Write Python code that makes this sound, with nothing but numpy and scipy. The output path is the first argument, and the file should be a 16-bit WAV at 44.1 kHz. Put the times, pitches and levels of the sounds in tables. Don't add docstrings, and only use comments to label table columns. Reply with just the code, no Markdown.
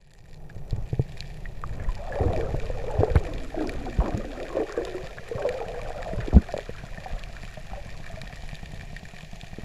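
import sys
import numpy as np
from scipy import signal
from scipy.io import wavfile
from scipy.ndimage import uniform_filter1d, map_coordinates

SR = 44100
rng = np.random.default_rng(int(sys.argv[2]) if len(sys.argv) > 2 else 0)


def log_audio(samples):
    frames = np.atleast_2d(samples).T
    limited = np.clip(frames, -1, 1)
    pcm = np.round(limited * 32767).astype(np.int16)
    wavfile.write(sys.argv[1], SR, pcm)


N = 425124
TIME_S = np.arange(N) / SR

# (frequency [Hz], rms level [dB])
WHINE_TONES = [(5844, -80), (8781, -91), (11688, -87), (11718, -86), (14627, -88)]
# (time [s], level [dB])
HUM_LEVEL = [(0, -63.5), (.4, -47.5), (1.5, -46), (2.1, -65.5), (9.64, -50)]
# (frequency [Hz], relative density [dB])
HUM_SHAPE = [(100, -16), (150, 5.5), (178, -3.5), (220, -27.5), (400, -14.5), (520, -19), (850, -18.5),
             (1400, -77), (4000, -74)]
# (time [s], level [dB])
REEF_LEVEL = [(0, -68.5), (1.2, -57.5), (1.6, -60), (2.3, -56.5), (4.5, -56), (9.64, -56.5)]
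# (frequency [Hz], relative density [dB])
WASH_SHAPE = [(120, -61), (200, -0.5), (272, -48), (476, -43.5), (671, 7), (946, -20), (1430, -29),
              (1880, -4), (2170, -9), (2460, -3.5), (2950, -11), (7150, -18.5), (8410, -28), (11400, -27.5),
              (15000, -75)]
# (frequency [Hz], relative gain [dB])
WALL_RESPONSE = [(300, -3), (700, 9), (1400, -2.5), (1850, 15), (2130, 0.5), (2350, 14), (2900, 3.5),
                 (4100, 4), (6200, -7), (7400, -1.5), (8400, -16), (10800, -10.5), (13500, -27),
                 (15500, -73)]
# (time [s], peak [dB], emphasis [Hz])
NEAR_SNAPS = [(0.135, -43, 6350), (0.343, -42, 3870), (.707, -32.5, 4000), (1.178, -36, 3900),
              (1.2049, -18.5, 4000), (1.952, -31, 5230), (2.332, -29.5, 3700), (2.362, -27, 2230),
              (2.599, -27.5, 2850), (3.156, -26, 1480), (3.672, -28, 5240), (3.693, -22, 2280),
              (4.175, -31.5, 6400), (4.723, -30, 6230), (4.85, -23, 3640), (5.49, -20, 2200),
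              (5.815, -29, 2060), (6.028, -26, 1770), (6.523, -30, 5500), (6.577, -27, 3050),
              (7.236, -27, 2970), (8.215, -26.5, 1820), (8.553, -30.5, 3600), (8.775, -36, 1200),
              (8.964, -26, 2050), (9.412, -27, 3670)]
# (time [s], level [dB])
FLOW_LEVEL = [(0, -54.5), (.72, -32.5), (1.3, -37), (1.85, -29), (2.02, -32.5), (2.28, -28), (2.55, -28.5),
              (3.2, -30), (3.5, -31), (4.17, -32), (4.3, -39.5), (5.9, -37.5), (6.29, -30), (6.5, -37.5),
              (7.3, -36.5), (8.6, -39), (8.8, -40), (9.64, -41.5)]
# (frequency [Hz], relative density [dB])
EDDY_SHAPE = [(12, 2), (25, 3.5), (45, -2.5), (70, -10.5), (110, -10.5), (140, -14), (175, -18),
              (235, -26.5), (320, -29.5), (430, -27.5), (600, -27.5), (800, -34.5), (1500, -44),
              (4000, -112)]
# (first [s], last [s], nominal gap [s], level [dB])
SOFT_TAP_RUNS = [(5.038, 5.978, .157, -41), (6.546, 7.13, .146, -36.5), (7.297, 8.141, .14, -39),
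                 (8.233, 9.634, .1, -38)]
# (frequency [Hz], gain [dB], t60 [s])
SOFT_TAP_MODES = [(80, -9, 0.091), (115, 1.5, 0.047), (171, 6.5, 0.049), (456, -6, 0.011), (664, 2, 0.021)]
# (time [s], level [dB], frequency [Hz])
WATER_SHOVES = [(1.868, -20, 32.4), (2.206, -16, 85.5), (2.258, -15, 80), (2.289, -18.5, 85.6),
                (2.988, -11.5, 95), (3.155, -8.5, 72), (3.984, -12, 49.5), (6.173, -20.5, 74.5),
                (6.34, -10.5, 62), (6.359, -4, 73), (7.115, -22, 29.6), (7.717, -29, 43)]
# (time [s], level [dB], body pitch [Hz], shell gain [dB])
CASE_KNOCKS = [(.564, -25.5, 115, -11.5), (0.729, -14.5, 115, -16), (0.781, -22.5, 108, -18),
               (.93, -14, 127, -10), (0.995, -9, 132, -8.5), (2.542, -17.5, 137, -2.5),
               (3.006, -17, 134, 4), (3.11, -15, 78, -19), (3.155, -13.5, 148, -2.5),
               (3.986, -15.5, 162, -11), (4.144, -15.5, 111, -19), (5.352, -21, 119, -58),
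               (6.134, -25.5, 192, 0.5), (6.188, -14.5, 109, -22), (6.365, -2.5, 201, -15),
               (9.585, -33, 221, 5.5)]
# (frequency [Hz], gain [dB], t60 [s])
SHELL_MODES = [(325, 1.5, 0.019), (430, -5.5, 0.044), (706, -14, 0.021)]
# (crest time [s], level [dB], swell [dB/s], fade [dB/s])
AIR_PUFFS = [(2.26, -28, 58, 36), (3.0, -30.5, 38, 25.5), (3.61, -28, 200, 65), (3.88, -35, 200, 127),
             (4.05, -30.5, 220, 31), (4.38, -37.5, 158, 11), (4.6, -28.5, 172, 181), (4.78, -33.5, 296, 35),
             (5.42, -30.5, 117, 18.5), (6.12, -37, 11, 34), (6.58, -43.5, 150, 170), (7.12, -45, 42, 75),
             (7.77, -47, 133, 81)]
# (time [s], level [dB])
FIZZ_LEVEL = [(1.3, -69), (1.72, -83), (1.85, -58), (4.3, -54.5), (4.7, -43), (5.0, -54), (6.2, -51),
              (7.8, -57.5), (8.3, -58), (8.7, -67), (9.64, -62)]
# (start [s], length [s], level [dB], middle pitch [Hz], pitch spread [octaves])
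AIR_GUSHES = [(1.793, 0.049, -55, 1880, 0.15), (2.201, 0.17, -37.5, 430, 0.81),
              (3.155, 0.014, -28.5, 1175, 0.52), (4.003, 0.091, -32.5, 692, 0.37),
              (4.542, .081, -33.5, 447, 0.27), (4.776, 0.058, -34.5, 435, 0.25),
              (5.448, .082, -38, 570, 0.11), (6.203, 0.036, -42, 1670, 0.12),
              (6.327, 0.057, -25.5, 307, 0.676)]
# (time [s], level [dB], pitch [Hz], t60 [s])
SINGLE_BUBBLES = [(.499, -36, 1650, .026), (1.456, -28, 1880, .03), (1.638, -17.5, 1175, .016),
                  (1.799, -34, 1700, 0.031), (1.846, -36.5, 1900, .035), (1.889, -31, 1003, 0.071),
                  (1.99, -37, 580, 0.21), (2.123, -28.5, 1690, 0.067), (2.16, -25, 567, 0.25),
                  (2.208, -15, 430, 0.033), (2.256, -20, 298, 0.028), (2.335, -18, 650, 0.074),
                  (2.392, -23, 453, 0.19), (2.546, -18, 635, 0.022), (2.7, -15.5, 515, 0.025),
                  (2.84, -21.5, 502, 0.049), (3.006, -20, 472, 0.15), (3.032, -7.5, 430, 0.051),
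                  (3.033, -9, 720, 0.023), (3.544, -21.5, 633, 0.053), (3.573, -23, 329, .17),
                  (3.866, -25.5, 738, .073), (4.569, -13.5, 525, .067), (4.601, -15, 440, 0.11),
                  (4.776, -17, 470, 0.13), (4.947, -24.5, 365, 0.24), (5.184, -26, 1670, .022),
                  (5.313, -21, 466, 0.1), (5.379, -34.5, 1100, 0.11), (5.421, -28, 1560, .025),
                  (5.451, -15, 558, 0.081), (5.463, -19.5, 493, 0.26), (5.904, -23, 677, 0.033),
                  (6.07, -27, 615, .15), (6.281, -13, 320, 0.022), (6.489, -27.5, 693, 0.075),
                  (6.539, -14, 585, 0.038), (6.566, -12.5, 500, 0.012), (6.587, -15, 555, 0.019),
                  (6.692, -20, 470, 0.03), (6.975, -33, 1806, 0.062), (7.06, -25.5, 750, 0.067),
                  (7.572, -33, 620, 0.097), (7.733, -27, 763, 0.051), (7.77, -37.5, 573, .22),
                  (8.1, -35, 673, 0.12), (8.172, -33.5, 640, 0.14), (8.271, -35, 1830, .035),
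                  (8.3, -37, 720, 0.076), (8.371, -36.5, 1860, .035)]
# (time [s], pitch [Hz])
DEEPEST_PITCH = [(1.9, 755), (2.27, 275), (2.5, 372), (2.85, 439), (3.4, 251), (4.1, 166.7), (4.6, 297.4),
                 (6.05, 487), (6.3, 312), (7.1, 530)]


def gain_of(db):
    return 10 ** (np.asarray(db) / 20)


def unit_rms(x):
    return x / np.sqrt(np.mean(x ** 2) + 1e-20)


def steadied(x, window_s):
    size = max(int(window_s * SR), 2)
    power = abs(uniform_filter1d(uniform_filter1d(x ** 2, size), size))
    return x / np.sqrt(power + 1e-6 * np.mean(x ** 2))


def follow(curve, at_s=TIME_S):
    return np.interp(at_s, *np.transpose(curve))


def add(mix, start_s, sound):
    part = mix[max(round(start_s * SR), 0):][:len(sound)]
    part += sound[:len(part)]


def colour(x, response, size=8192):
    hz, db = np.transpose(response)
    bins_hz = abs(np.fft.fftfreq(size, 1 / SR)) + 1
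    log_gain = np.log(gain_of(np.interp(np.log(bins_hz), np.log(hz), db)))
    spectrum = np.exp(np.conj(signal.hilbert(log_gain)))
    impulse = np.fft.ifft(spectrum).real[:size // 2]
    return signal.fftconvolve(x, impulse)[:len(x)]


def shaped_noise(shape):
    return unit_rms(colour(rng.standard_normal(N), shape))


def softened(x, cutoff_hz):
    return signal.sosfilt(signal.butter(4, cutoff_hz, fs=SR, output="sos"), x)


def ring(modes, length_s=.2):
    t = np.arange(int(length_s * SR)) / SR
    return sum(gain_of(db - 60 * t / t60_s) * np.sin(2 * np.pi * hz * t) for hz, db, t60_s in modes)


def whine(drift_hz=9, flutter_db=2.5, hiss_db=-71.5, fade_in_s=.56):
    knots_s = np.arange(0, N / SR + 1, .02)
    drift, flutter = (np.interp(TIME_S, knots_s, row) for row in rng.standard_normal((2, len(knots_s))))
    tones = sum(gain_of(db) * np.sqrt(2) * np.sin(2 * np.pi * np.cumsum(hz + drift_hz * drift) / SR)
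                for hz, db in WHINE_TONES)
    hiss = gain_of(hiss_db) * rng.standard_normal(N)
    return (tones * gain_of(flutter_db * flutter) + hiss) * np.minimum(TIME_S / fade_in_s, 1)


def hum():
    return gain_of(follow(HUM_LEVEL)) * shaped_noise(HUM_SHAPE)


def snap(hz, focus_db=10):
    t = np.arange(SR // 25) / SR
    envelope = (np.exp(-t / .0009) + .14 * np.exp(-t / .006)) * (1 - np.exp(-t / .0002))
    through_wall = colour(rng.standard_normal(len(t)) * envelope, WALL_RESPONSE)
    return colour(through_wall, [(hz / 1.6, -focus_db), (hz, 0), (hz * 1.6, -focus_db)])


def reef(clicks_per_s=560, spread_db=7.5, bands=16, dull_db=5, wash_db=3, bright_db=-1.5):
    fires = rng.random(N) < clicks_per_s / SR
    clicks = fires * gain_of(spread_db * np.minimum(rng.standard_normal(N), 2.5))
    band = rng.integers(0, bands, N)
    crackle = np.zeros((bands, N))
    for k, hz in enumerate(np.geomspace(1800, 10500, bands)):
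        crackle[k] = signal.oaconvolve(clicks * (band == k), snap(hz))[:N]
    dull, bright = (unit_rms(half.sum(0)) for half in np.split(crackle, 2))
    low = gain_of(dull_db) * dull + gain_of(wash_db) * shaped_noise(WASH_SHAPE)
    reef_db = follow(REEF_LEVEL)
    top_db = reef_db.max()
    dip_db = reef_db - top_db
    return gain_of(top_db + 2.45 * dip_db) * low + gain_of(top_db + bright_db + .75 * dip_db) * bright


def near_snaps(delay_s=.0008):
    out, t = np.zeros(N), np.arange(SR // 50) / SR
    envelope = np.exp(-t / .0007) + .12 * np.exp(-t / .004)
    for time_s, db, hz in NEAR_SNAPS:
        through_wall = colour(rng.standard_normal(len(t)) * envelope, WALL_RESPONSE)
        crack = colour(through_wall, [(hz / 2.5, -20), (hz, 0), (hz * 1.5, -6)])
        add(out, time_s + delay_s, gain_of(db) * crack / abs(crack).max())
    return out


def rumble(lump_s=.13, lump_db=2):
    eddies = steadied(shaped_noise(EDDY_SHAPE), window_s=.14)
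    lumps = map_coordinates(rng.standard_normal(400), [TIME_S / lump_s], order=1, mode="mirror")
    return gain_of(follow(FLOW_LEVEL) + lump_db * lumps) * eddies


def taps(jitter_s=.003, spread_db=2, detune=.07):
    out = np.zeros(N)
    for first_s, last_s, gap_s, db in SOFT_TAP_RUNS:
        for time_s in np.linspace(first_s, last_s, round((last_s - first_s) / gap_s) + 1):
            late, force, *spot = rng.uniform(-.96, 1, 2 + len(SOFT_TAP_MODES))
            modes = [(hz * (1 + detune * offset), mode_db, t60_s)
                     for (hz, mode_db, t60_s), offset in zip(SOFT_TAP_MODES, spot)]
            add(out, time_s + jitter_s * late, gain_of(db + spread_db * force) * ring(modes))
    return softened(out, cutoff_hz=1290)


def shoves(rise_cycles=.56):
    out, t = np.zeros(N), np.arange(SR // 5) / SR
    for time_s, db, hz in WATER_SHOVES:
        rise = t * hz / rise_cycles
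        envelope = (rise * np.exp(1 - rise)) ** 1.18
        add(out, time_s, -gain_of(db) * envelope * np.sin(2 * np.pi * hz * t))
    return out


def knocks(body_t60_s=.065):
    out = np.zeros(N)
    for time_s, db, body_hz, shell_db in CASE_KNOCKS:
        struck = ring([(body_hz, 0, body_t60_s)]) + gain_of(shell_db) * ring(SHELL_MODES)
        add(out, time_s, gain_of(db) * softened(struck, cutoff_hz=750))
    return out


def bubble(hz, t60_s, glide, onset_cycles=.39):
    t = np.arange(int(t60_s * SR) + 2) / SR
    swing = np.sin(2 * np.pi * hz * t * (1 + glide * t / t60_s / 2))
    onset = 1 - np.exp(-(t * hz / onset_cycles) ** 2)
    return swing * onset * gain_of(-60 * t / t60_s)


def cloud(times_s, pitches_hz, t60_cycles, spread_db):
    out = np.zeros(N)
    for time_s, hz in zip(times_s, pitches_hz):
        strength, sustain, slide = rng.standard_normal(3)
        t60_s = t60_cycles / hz * np.exp(.45 * sustain)
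        pulse = bubble(hz, t60_s, glide=.09 * slide - .07)
        add(out, time_s, gain_of(spread_db * min(strength, 2)) * pulse)
    return out


def puff_envelope(lead_s=.3, linger_s=.59):
    power = np.zeros(N)
    for crest_s, db, swell_db_per_s, fade_db_per_s in AIR_PUFFS:
        age_s = TIME_S - crest_s
        nearness = np.exp(-np.maximum(age_s / linger_s, -age_s / lead_s) ** 4)
        level_db = db + np.minimum(swell_db_per_s * age_s, -fade_db_per_s * age_s)
        power += nearness * gain_of(level_db) ** 2
    return np.sqrt(power)


def fizz(count=2600, start_s=1.3, top_hz=1843, width_octaves=.88, puff_db=-19):
    when, size, detune = rng.random((count, 3)).T
    times_s = start_s + when * (N / SR - start_s)
    pitches_hz = top_hz * 2 ** (-width_octaves * size ** 1.45 + .31 * (detune - .5))
    air = cloud(times_s, pitches_hz, t60_cycles=36, spread_db=6)
    envelope = np.hypot(gain_of(follow(FIZZ_LEVEL)), gain_of(puff_db) * puff_envelope())
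    return envelope * steadied(air, window_s=.32)


def gushes(count=45):
    out = np.zeros(N)
    for start_s, length_s, db, hz, octaves in AIR_GUSHES:
        times_s = length_s * np.linspace(0, 1, count) ** 1.5
        pitches_hz = hz * 2 ** (octaves * rng.uniform(-1.72, 1.855, count))
        air = cloud(times_s, pitches_hz, t60_cycles=14, spread_db=1.5)[:SR // 2]
        rms = np.sqrt(np.sum(air ** 2) / (length_s * SR))
        add(out, start_s, gain_of(db) * air / rms)
    return out


def glugs():
    out = np.zeros(N)
    for time_s, db, hz, t60_s in SINGLE_BUBBLES:
        add(out, time_s, gain_of(db) * bubble(hz, t60_s, glide=.039))
    return out


def gurgle(count=2800, start_s=1.97, end_s=8.4, top_hz=900):
    times_s = np.linspace(start_s, end_s, count) + rng.uniform(-.01, .01, count)
    deepest_hz = follow(DEEPEST_PITCH, times_s)
    pitches_hz = deepest_hz + (top_hz - deepest_hz) * rng.beta(1.15, 2.0, count)
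    air = cloud(times_s, pitches_hz, t60_cycles=42, spread_db=5.5)
    return puff_envelope() * steadied(air, window_s=.16)


def scene():
    water = rumble() + hum()
    air = gurgle() + gushes() + fizz() + glugs()
    housing = knocks() + shoves() + taps()
    background = reef() + near_snaps() + whine()
    return (water + air + housing + background)[None]


def record(dry, ceiling=.78, cutoff_hz=15300):
    limited = dry / (1 + (dry / ceiling) ** 4) ** (1 / 4)
    lowpass = signal.firwin(255, cutoff_hz, window=("kaiser", 9), fs=SR)
    return signal.oaconvolve(limited, lowpass[None], "same")


dry = scene()
out = record(dry)
log_audio(out)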